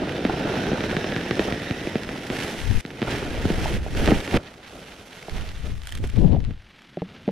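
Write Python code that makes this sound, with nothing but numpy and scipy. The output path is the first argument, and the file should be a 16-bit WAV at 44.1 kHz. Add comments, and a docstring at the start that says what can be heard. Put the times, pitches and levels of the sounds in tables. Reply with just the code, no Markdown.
"""A thin nylon sack full of air is squeezed into an inflatable boat on a beach.
First the cloth rustles and air hisses through the valve, while creases snap tight, thump the sack's skin
and crackle. The hiss and rustle break off sharply. Gusts buffet the two microphones, the squeezing
starts again and a hand knocks on the hull. After a second break the empty sack rustles limply and the
valve cap clicks and scrapes. Last come a few more knocks, as far-off surf rises to a murmur."""
import sys
import numpy as np
from scipy import signal
from scipy.fft import rfft, irfft, next_fast_len
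from scipy.io import wavfile
from scipy.ndimage import uniform_filter1d

SR = 44100
rng = np.random.default_rng(int(sys.argv[2]) if len(sys.argv) > 2 else 0)


def persist_wave(psi):
    """Save psi, clipped to +-1, as 16-bit WAV."""
    counts = np.round(np.clip(psi, -1, 1) * 32767).astype(np.int16)
    wavfile.write(sys.argv[1], SR, np.atleast_2d(counts).T)


N = 322371
T = np.arange(N) / SR
FFT_SIZE = next_fast_len(N)
HZ = np.fft.rfftfreq(FFT_SIZE, 1 / SR)
AIR_STOPS_S, EMPTY_S = 2.811, 4.376


def amp(db):
    """Turn decibels into a number to multiply by."""
    return 10 ** (np.asarray(db) / 20)


def unit_level(x):
    """Scale a signal to an average power of 1."""
    return x / np.sqrt(np.mean(x ** 2) + 1e-20)


def over_pitch(table):
    """Join a table's points into a value for every frequency."""
    hz, value = np.transpose(table)
    return np.interp(np.log(HZ + 1), np.log(hz + 1), value)


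def over_time(table):
    """Join a table's points into one curve through time for each value column."""
    times, *columns = np.transpose(table)
    return [np.interp(T, times, column) for column in columns]


def colour(x, gain):
    """Turn each frequency up or down by its gain."""
    return irfft(rfft(x, FFT_SIZE) * gain, FFT_SIZE)[..., :N]


def drift(top_hz):
    """A random wobble, mostly slower than top_hz."""
    return unit_level(colour(rng.standard_normal(N), 1 / (1 + (HZ / top_hz) ** 2)))


def clicks(per_s, spread_db):
    """Scattered clicks, a few much louder than the rest."""
    draw, size, sign = rng.random((3, N))
    level_db = spread_db * np.minimum(-np.log(size + 1e-9), 5)
    return (draw < per_s / SR) * amp(level_db) * np.sign(sign - .5)


def tick(fade_s):
    """A tiny burst of noise."""
    t = np.arange(500) / SR
    burst = rng.standard_normal((2, 500)) * np.exp(-t / fade_s)
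    return burst / abs(burst).max()


def add(mix, start_s, sound):
    """Mix a sound in at its start time."""
    part = mix[..., round(start_s * SR):][..., :sound.shape[-1]]
    part += sound[..., :part.shape[-1]]


# How alike the two microphones sound (1 is the same): pitch_hz, likeness
MIC_LIKENESS = [(60, 0.96), (560, 1), (1050, 0.079), (1750, 0.7), (4000, 0.65), (8000, 0)]
# Which side is louder: pitch_hz, left_minus_right_db
MIC_BALANCE = [(300, 1.2), (800, -3.5), (3000, -2), (6000, 1), (14000, -5)]
def stereo(pair):
    """Blend two signals so the microphones hear much the same bass but different treble."""
    likeness, lean_db = over_pitch(MIC_LIKENESS), over_pitch(MIC_BALANCE)
    left, other = rfft(pair, FFT_SIZE)
    right = likeness * left + np.sqrt(1 - likeness ** 2) * other
    return irfft([left * amp(lean_db / 2), right * amp(-lean_db / 2)], FFT_SIZE)[:, :N]


# The three spells of handling the sack: start_s, end_s
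HANDLINGS = [(0, 2.811), (2.811, 4.376), (4.376, 7.4)]
def swell(top_s, rise_s, hold_s, fall_s, *levels_db, rounding=1.6):
    """Power that rises, holds and falls, cut off sharply outside its spell of handling."""
    start_s, end_s = next(spell for spell in HANDLINGS if top_s < spell[1])
    from_top = np.maximum(0, np.maximum((top_s - T) / rise_s, (T - top_s - hold_s) / fall_s))
    shape_db = -15 * from_top ** rounding
    gate = (T >= start_s) * np.clip((end_s - T) / .0015, 0, 1) ** 2
    return amp(2 * np.array(levels_db))[:, None] * amp(2 * shape_db) * gate


# Tone of the full sack's rustle: pitch_hz, level_db
FULL_TONE = [(530, -13), (900, 0.5), (1090, -5), (1690, 2), (3140, -1.5), (5500, -13), (7060, -24.5),
             (11000, -31.5), (15500, -48)]
# Tone of the empty sack's rustle: pitch_hz, level_db
EMPTY_TONE = [(600, -6.5), (1600, -1.5), (3300, -3.5), (4600, -10), (9500, -33.5)]
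# The highest fizz, compared with the rest of the rustle: time_s, level_db
FIZZ_LEVELS = [(0, -17), (2.2, -12.5), (2.8, -8.5), (3.0, -14), (3.78, -10.5), (4.08, -9.5), (4.4, -11.5),
               (5.2, -11), (6.2, -9.5), (6.35, -17), (7.31, -18)]
def rubbing():
    """Cloth rubs on cloth with a grainy flicker; once limp, it rustles by fits and starts."""
    grains = unit_level(clicks(per_s=700, spread_db=2.7))
    grains = signal.oaconvolve(grains[None], tick(fade_s=.00012))[:, :N]
    flicker = amp(.7 * drift(12) + 1.5 * drift(80))
    rub = stereo(flicker * (rng.standard_normal((2, N)) + 0.5 * grains))
    treble = 1 / (1 + (6500 / (HZ + 1)) ** 8)
    full = unit_level(colour(rub, amp(over_pitch(FULL_TONE)) * (1 - treble)))
    empty = unit_level(colour(rub, amp(over_pitch(EMPTY_TONE)) * (1 - treble)))
    fizz = unit_level(colour(rub, amp(over_pitch(FULL_TONE)) * treble))
    fizz_db, = over_time(FIZZ_LEVELS)
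    return np.where(T < EMPTY_S, full, empty * amp(2 * drift(17))) + amp(fizz_db) * fizz


# Tone of the sack's fluttering skin: pitch_hz, level_db
FLUTTER_TONE = [(24, -41), (40, 4), (151, 1), (726, -1.5), (1090, -12.5), (1450, -6), (2860, -120)]
def drumming():
    """Many small snaps drum on the fluttering skin, less so once the sack is empty."""
    snaps = np.zeros((2, N))
    for hz in np.geomspace(60, 300, 8):
        hits = clicks(per_s=100, spread_db=1.5)
        snaps += signal.oaconvolve(hits[None], thump(hz, crack_db=-5, rise_s=.00029))[:, :N]
    tightness = np.where(T < EMPTY_S, 1, .3)
    flutter = unit_level(colour(rng.standard_normal((2, N)), amp(over_pitch(FLUTTER_TONE))))
    flutter *= amp(5.7 * tightness * drift(45))
    skin = stereo(0.9 * tightness * unit_level(snaps) + 0.42 * flutter)
    body = colour(skin, (HZ > 200) & (HZ < 800))  # this range sets the level
    return skin / np.sqrt(np.mean(body ** 2))


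# Steady squeezing, one list for each spell of handling: time_s, rub_db, drum_db
SQUEEZING = [
    [(0, -39.5, -30), (.6, -36, -29), (2.2, -40.5, -38.5), (2.81, -39.5, -69)],
    [(2.812, -71, -69), (2.87, -51, -45.5), (3.3, -42.5, -36.5), (3.8, -45.5, -43), (4.375, -36.5, -44)],
    [(4.377, -49.5, -36), (4.55, -50.5, -45), (5.8, -49.5, -57.5), (6.6, -55, -62), (7.31, -50, -70)],
]
# Hands drag or crush the cloth: top_s, rise_s, hold_s, fall_s, rub_db, drum_db
HAND_STROKES = [(1.399, 0.014, 0.029, 0.23, -35.5, -32), (2.333, 0.14, 0.12, 0.4, -35, -34.5),
                (3.117, 0.14, 0.016, 0.19, -30, -31), (3.528, 0.45, 0.24, 0.033, -35.5, -33.5),
                (3.97, 0.026, 0.18, 0.11, -36, -29.5), (4.113, 0.1, 0.0068, 0.063, -53, -22.5),
                (4.358, 0.067, 0.03, 0.051, -31.5, -20.5), (4.737, 0.12, 0.033, 0.66, -43.5, -39),
                (5.366, 0.31, 0.017, 0.22, -40.5, -37), (5.656, 0.025, 0.021, 0.038, -43.5, -36.5),
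                (6.041, 0.02, 0.0077, 0.018, -40, -31.5), (6.19, 0.25, 0.016, 0.25, -48, -51),
                (7.105, 0.064, 0.028, 0.17, -53, -45)]
def cloth():
    """Hands squeeze the sack, and each stroke swells its rubbing and drumming."""
    steady_db = np.array(over_time(np.concatenate(SQUEEZING)))
    stroke_power = sum(swell(*stroke, rounding=0.88) for stroke in HAND_STROKES)
    rub_gain, drum_gain = np.sqrt(amp(2 * steady_db) + stroke_power)
    return drum_gain * drumming() + rub_gain * rubbing()


def resonate(x, hz, width_hz):
    """Keep the sound near a moving pitch: shift that pitch to zero, smooth, and shift back."""
    turn = np.exp(2j * np.pi * np.cumsum(hz) / SR)
    memory = np.exp(-np.pi * width_hz / SR)
    return 2 * (turn * signal.lfilter([1 - memory], [1, -memory], x / turn)).real


# Air passing through the valve: time_s, level_db, sack_hollow_hz, low_hiss_hz, upper_hiss_hz
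AIR_FLOW = [(0, -49, 1390, 2880, 3570), (.6, -42.5, 1530, 2670, 3900), (1.3, -43, 1775, 2570, 3520),
            (1.93, -45.5, 1960, 2560, 3560), (2.3, -59, 1970, 2580, 3450)]
def valve_hiss():
    """Rushing air sounds the hollow of the shrinking sack and three wandering bands of hiss."""
    air_db, hollow_hz, low_hz, upper_hz = over_time(AIR_FLOW)
    flowing = T < AIR_STOPS_S
    air = rng.standard_normal((2, flowing.sum()))
    hiss = np.zeros((2, N))
    for hz, db in (hollow_hz, 0), (low_hz, -6.5), (upper_hz, -6), (5420, -8.5):
        path_hz = (hz * (1 + 0.025 * drift(2.4)))[flowing]
        width_hz = path_hz.mean() / 6.5
        band = resonate(resonate(air, path_hz, width_hz), path_hz, width_hz)
        add(hiss, 0, amp(db + 2.7 * drift(21))[flowing] * unit_level(band))
    return amp(air_db) * stereo(hiss)


def crack(t):
    """A crease jumps: a papery snap sliding down from a few kHz, to its own pitch in each channel."""
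    end_hz = 900 * 2 ** rng.uniform(-0.35, 0.24, (2, 1))
    cycles = end_hz * t + 1.6 * (1 - np.exp(-t / .0005))
    return -np.sin(2 * np.pi * cycles) * np.exp(-t / .001) * (1 - np.exp(-t / .00012))


def thump(end_hz, crack_db, rise_s, glide_hz=480, glide_s=.0021, ring_s=.0051):
    """A crack, then a wave in the tight skin: high pitches arrive first, so it glides down."""
    t = np.arange(1200) / SR
    cycles = end_hz * t + glide_hz * glide_s * (1 - np.exp(-t / glide_s))
    wave = -np.sin(2 * np.pi * cycles) * np.exp(-t / ring_s) * (1 - np.exp(-t / rise_s))
    # After the first snap the crease slips a few more times, more weakly.
    delay, size = rng.random((2, 2, 6))
    strength = (2 * size - 1) * 0.73 * np.exp(-delay / 0.54)
    slips = np.zeros((2, 600))
    np.put_along_axis(slips, (delay * 599).astype(int), strength, 1)
    slips[:, 0] = 1
    return signal.fftconvolve(slips, wave / abs(wave).max() + amp(crack_db) * crack(t), axes=1)


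# Creases snapping tight: start_s, level_db, crack_minus_thump_db
CREASE_SNAPS = [(0.2509, -10.5, -2.5), (0.717, -14.5, -6), (0.731, -14.5, -8), (0.8064, -21, 5),
                (0.8385, -19.5, 1), (0.896, -34, 12), (0.913, -21, 4), (0.967, -12.5, 0.5),
                (1.043, -22.5, 6.5), (1.089, -26, 5), (1.1224, -23, 6), (1.1634, -19.5, 6.5),
                (1.31, -13, 2.5), (1.3942, -11, 0), (1.524, -16, 2), (1.7096, -14.5, -0.5),
                (1.872, -16.5, -5), (1.9558, -11, -5), (2.0907, -21.5, 2.5), (2.3013, -18, 1.5),
                (2.851, -26.5, 3.5), (2.905, -37, 11), (3.0184, -16, 0), (3.0273, -15.5, -1.5),
                (3.4534, -14.5, -6), (3.502, -13, -6.5), (4.076, -9, -0.5), (4.108, -19.5, 6),
                (4.118, -5.5, -11), (4.277, -25, 7), (4.3117, -27, 9), (4.342, -10, -3), (4.351, -25.5, 3),
                (4.3716, -11, -2), (6.04, -21, -5.5), (6.5082, -28, -3.5), ]
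def creases():
    """The loudest snaps thump the sack's skin, each at a random low pitch."""
    mix = np.zeros((2, N))
    for start_s, level_db, crack_db in CREASE_SNAPS:
        rise_s = .0025 if start_s > EMPTY_S else .0007  # limp cloth lands softly
        hz = 130 * 2 ** (1.17 * (rng.random() - .5))
        add(mix, start_s, amp(level_db) * thump(hz, crack_db, rise_s))
    return stereo(mix)


# Dry crackles: start_s, level_db
CRACKLES = [(1.355, -12), (2.0343, -12), (2.862, -18.5), (3.6431, -10.5), (3.95, -18), (4.06, -8),
            (4.088, -9), (4.164, -19), (4.204, -14), (4.3626, -23), (5.2958, -17), (5.338, -27),
            (5.490, -21), (5.8186, -27), (6.169, -26.5), (6.331, -33), (6.404, -26.5), (6.4413, -28),
            (6.449, -22), (6.82, -26)]
def crackles():
    """Stiff cloth gives bright ticks with no thump."""
    mix = np.zeros((2, N))
    for start_s, level_db in CRACKLES:
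        add(mix, start_s, amp(level_db) * tick(fade_s=.0009))
    bright = (HZ / 900) / (1 + (HZ / 3000) ** 3.63)
    return stereo(colour(mix, bright))


# Gusts of wind: top_s, rise_s, hold_s, fall_s, level_db, left_minus_right_db
GUSTS = [(2.727, 0.12, 0.048, 0.042, -27, 22.5), (3.543, 0.38, 0.011, 0.4, -26.5, 1.5),
         (3.77, 0.13, .01, 0.13, -26, -3), (3.987, 0.11, 0.16, 0.074, -23.5, 0),
         (4.358, 0.034, .03, .08, -24, -6), (5.328, 0.02, 0.015, 0.25, -28.5, -6.5),
         (5.72, 0.31, 0.0077, 0.16, -29.5, 8.5), (6.052, 0.17, 0.0083, 0.072, -25, -1),
         (6.209, 0.098, 0.028, 0.25, -20.5, 17), (6.332, 0.067, 0.17, 0.082, -27.5, 5)]
# Tone of a strong gust: pitch_hz, level_db
GUST_TONE = [(24, 6), (85, 5.5), (225, -7.5), (972, -37.5), (3300, -120)]
def wind(calm_db=-91):
    """Swirling air rumbles differently on each microphone; strong gusts reach higher and sputter."""
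    gust_powers = np.concatenate([swell(*gust[:-1]) for gust in GUSTS])
    power = gust_powers.sum(0) + amp(2 * calm_db)
    gust_db = 10 * np.log10(power)
    pan_db = np.array(GUSTS)[:, -1] @ gust_powers / power
    left, other = rng.standard_normal((2, N))
    swirls = colour(np.array([left, 0.5 * left + 1.23 * other]), amp(over_pitch(GUST_TONE)))
    swirls /= np.sqrt(uniform_filter1d(swirls ** 2, SR // 10) + 1e-20)  # only gusts set the slow level
    above_bass = 1 / (1 + (130 / (HZ + 1)) ** 4)
    rumble = colour(swirls, 1 - above_bass)
    sputter = colour(swirls, above_bass) * amp(1.27 * (gust_db + 25) + 4.1 * drift(27))
    buffeting = (rumble + sputter) / np.sqrt(np.mean(rumble ** 2))
    return amp(gust_db) * amp([pan_db / 2, -pan_db / 2]) * buffeting


# The notes the hull rings with: pitch_hz, level_db, ring_s (time to fade by 60 dB)
HULL_NOTES = [(171, -3, 0.1), (261.5, -5.5, 0.058), (391, 2, 0.04), (550, 0.5, 0.027), (762, -4, 0.021)]
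# Knocks on the hull: start_s, level_db, hardness_db_per_octave
KNOCKS = [(3.657, -16, 19.5), (3.863, -23, 10), (5.283, -24.5, 2), (6.347, -22.5, 7), (6.3638, -25.5, 16),
          (6.9709, -17, 1), (7.0196, -15, -2), (7.278, -12.5, -3.5), (7.2886, -14.5, 2)]
def hull_knocks(rise_s=.00063, crack_db=-16.5):
    """A hand lands with a faint crack and the hull rings briefly; harder knocks are brighter."""
    t = np.arange(5000) / SR
    hz, note_db, ring_s = np.transpose(HULL_NOTES)[:, :, None]
    mix = np.zeros((2, N))
    for start_s, level_db, hardness in KNOCKS:
        detune, phase = rng.random((2, len(HULL_NOTES), 1))
        fade = amp(note_db + hardness * np.log2(hz / 400) - 60 * t / ring_s)
        notes = fade * np.sin(2 * np.pi * (hz * (0.933 + 0.26 * detune) * t + phase))
        ring = notes.sum(0) * (1 - np.exp(-t / rise_s)) ** 2
        knock = ring / abs(ring).max() + amp(crack_db) * crack(t)
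        add(mix, start_s, amp(level_db) * knock)
    return stereo(mix)


# Where the hollow plastic cap rings: pitch_hz, width_hz, level_db
CAP_RINGS = [(1740, 920, -1.5), (3240, 610, 1), (6800, 26000, -8.5)]
# The cap clicks over its screw thread: start_s, level_db
CAP_CLICKS = [(5.872, -19), (5.892, -26), (5.905, -26), (5.923, -20.5), (5.952, -18), (5.976, -26),
              (6.074, -28), (6.099, -29)]
def valve_cap():
    """Clicks and a gritty scrape make the plastic cap ring."""
    ring = sum(amp(db) / (1 + (2 * (HZ - hz) / width_hz) ** 2) for hz, width_hz, db in CAP_RINGS)
    ring /= 1 + (HZ / 12000) ** 8
    grit = 2 * unit_level(clicks(per_s=350, spread_db=4.3)) + rng.standard_normal((2, N))
    top_s, rise_s, hold_s, fall_s, scrape_db = 5.86, .05, .1, .05, -49
    scrape = np.sqrt(swell(top_s, rise_s, hold_s, fall_s, scrape_db)) * unit_level(colour(grit, ring))
    hits = np.zeros((2, N))
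    for start_s, level_db in CAP_CLICKS:
        add(hits, start_s, amp(level_db) * tick(fade_s=.0016))
    return stereo(scrape + colour(hits, 2 * ring))


# The surf grows louder near the end: time_s, level_db
SURF_LEVELS = [(6.6, -64), (7.05, -48.5)]
def surf(pitch_hz=188, width_hz=190):
    """Far-off waves make a low, uneven wash."""
    wash = colour(rng.standard_normal((2, N)), 1 / (1 + (2 * (HZ - pitch_hz) / width_hz) ** 2))
    level_db, = over_time(SURF_LEVELS)
    return amp(level_db + 1.4 * drift(3.4)) * stereo(unit_level(wash))


def scene():
    """All the sounds together."""
    return cloth() + valve_hiss() + creases() + crackles() + wind() + hull_knocks() + valve_cap() + surf()


# How wide the sound spreads between left and right: time_s, side_db
STEREO_WIDTH = [(6.5, -0.5), (6.8, -39)]
def record(dry):
    """Narrow the sound to the centre near the end, soften the peaks and cut the highest treble."""
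    side_db, = over_time(STEREO_WIDTH)
    middle = (dry[0] + dry[1]) / 2
    side = (dry[0] - dry[1]) / 2 * amp(side_db)
    softened = np.tanh(np.array([middle + side, middle - side]))
    treble_cut = signal.firwin(511, cutoff=15600, window=("kaiser", 9), fs=SR)
    return signal.oaconvolve(softened, treble_cut[None], "same")


dry = scene()
out = record(dry)
persist_wave(out)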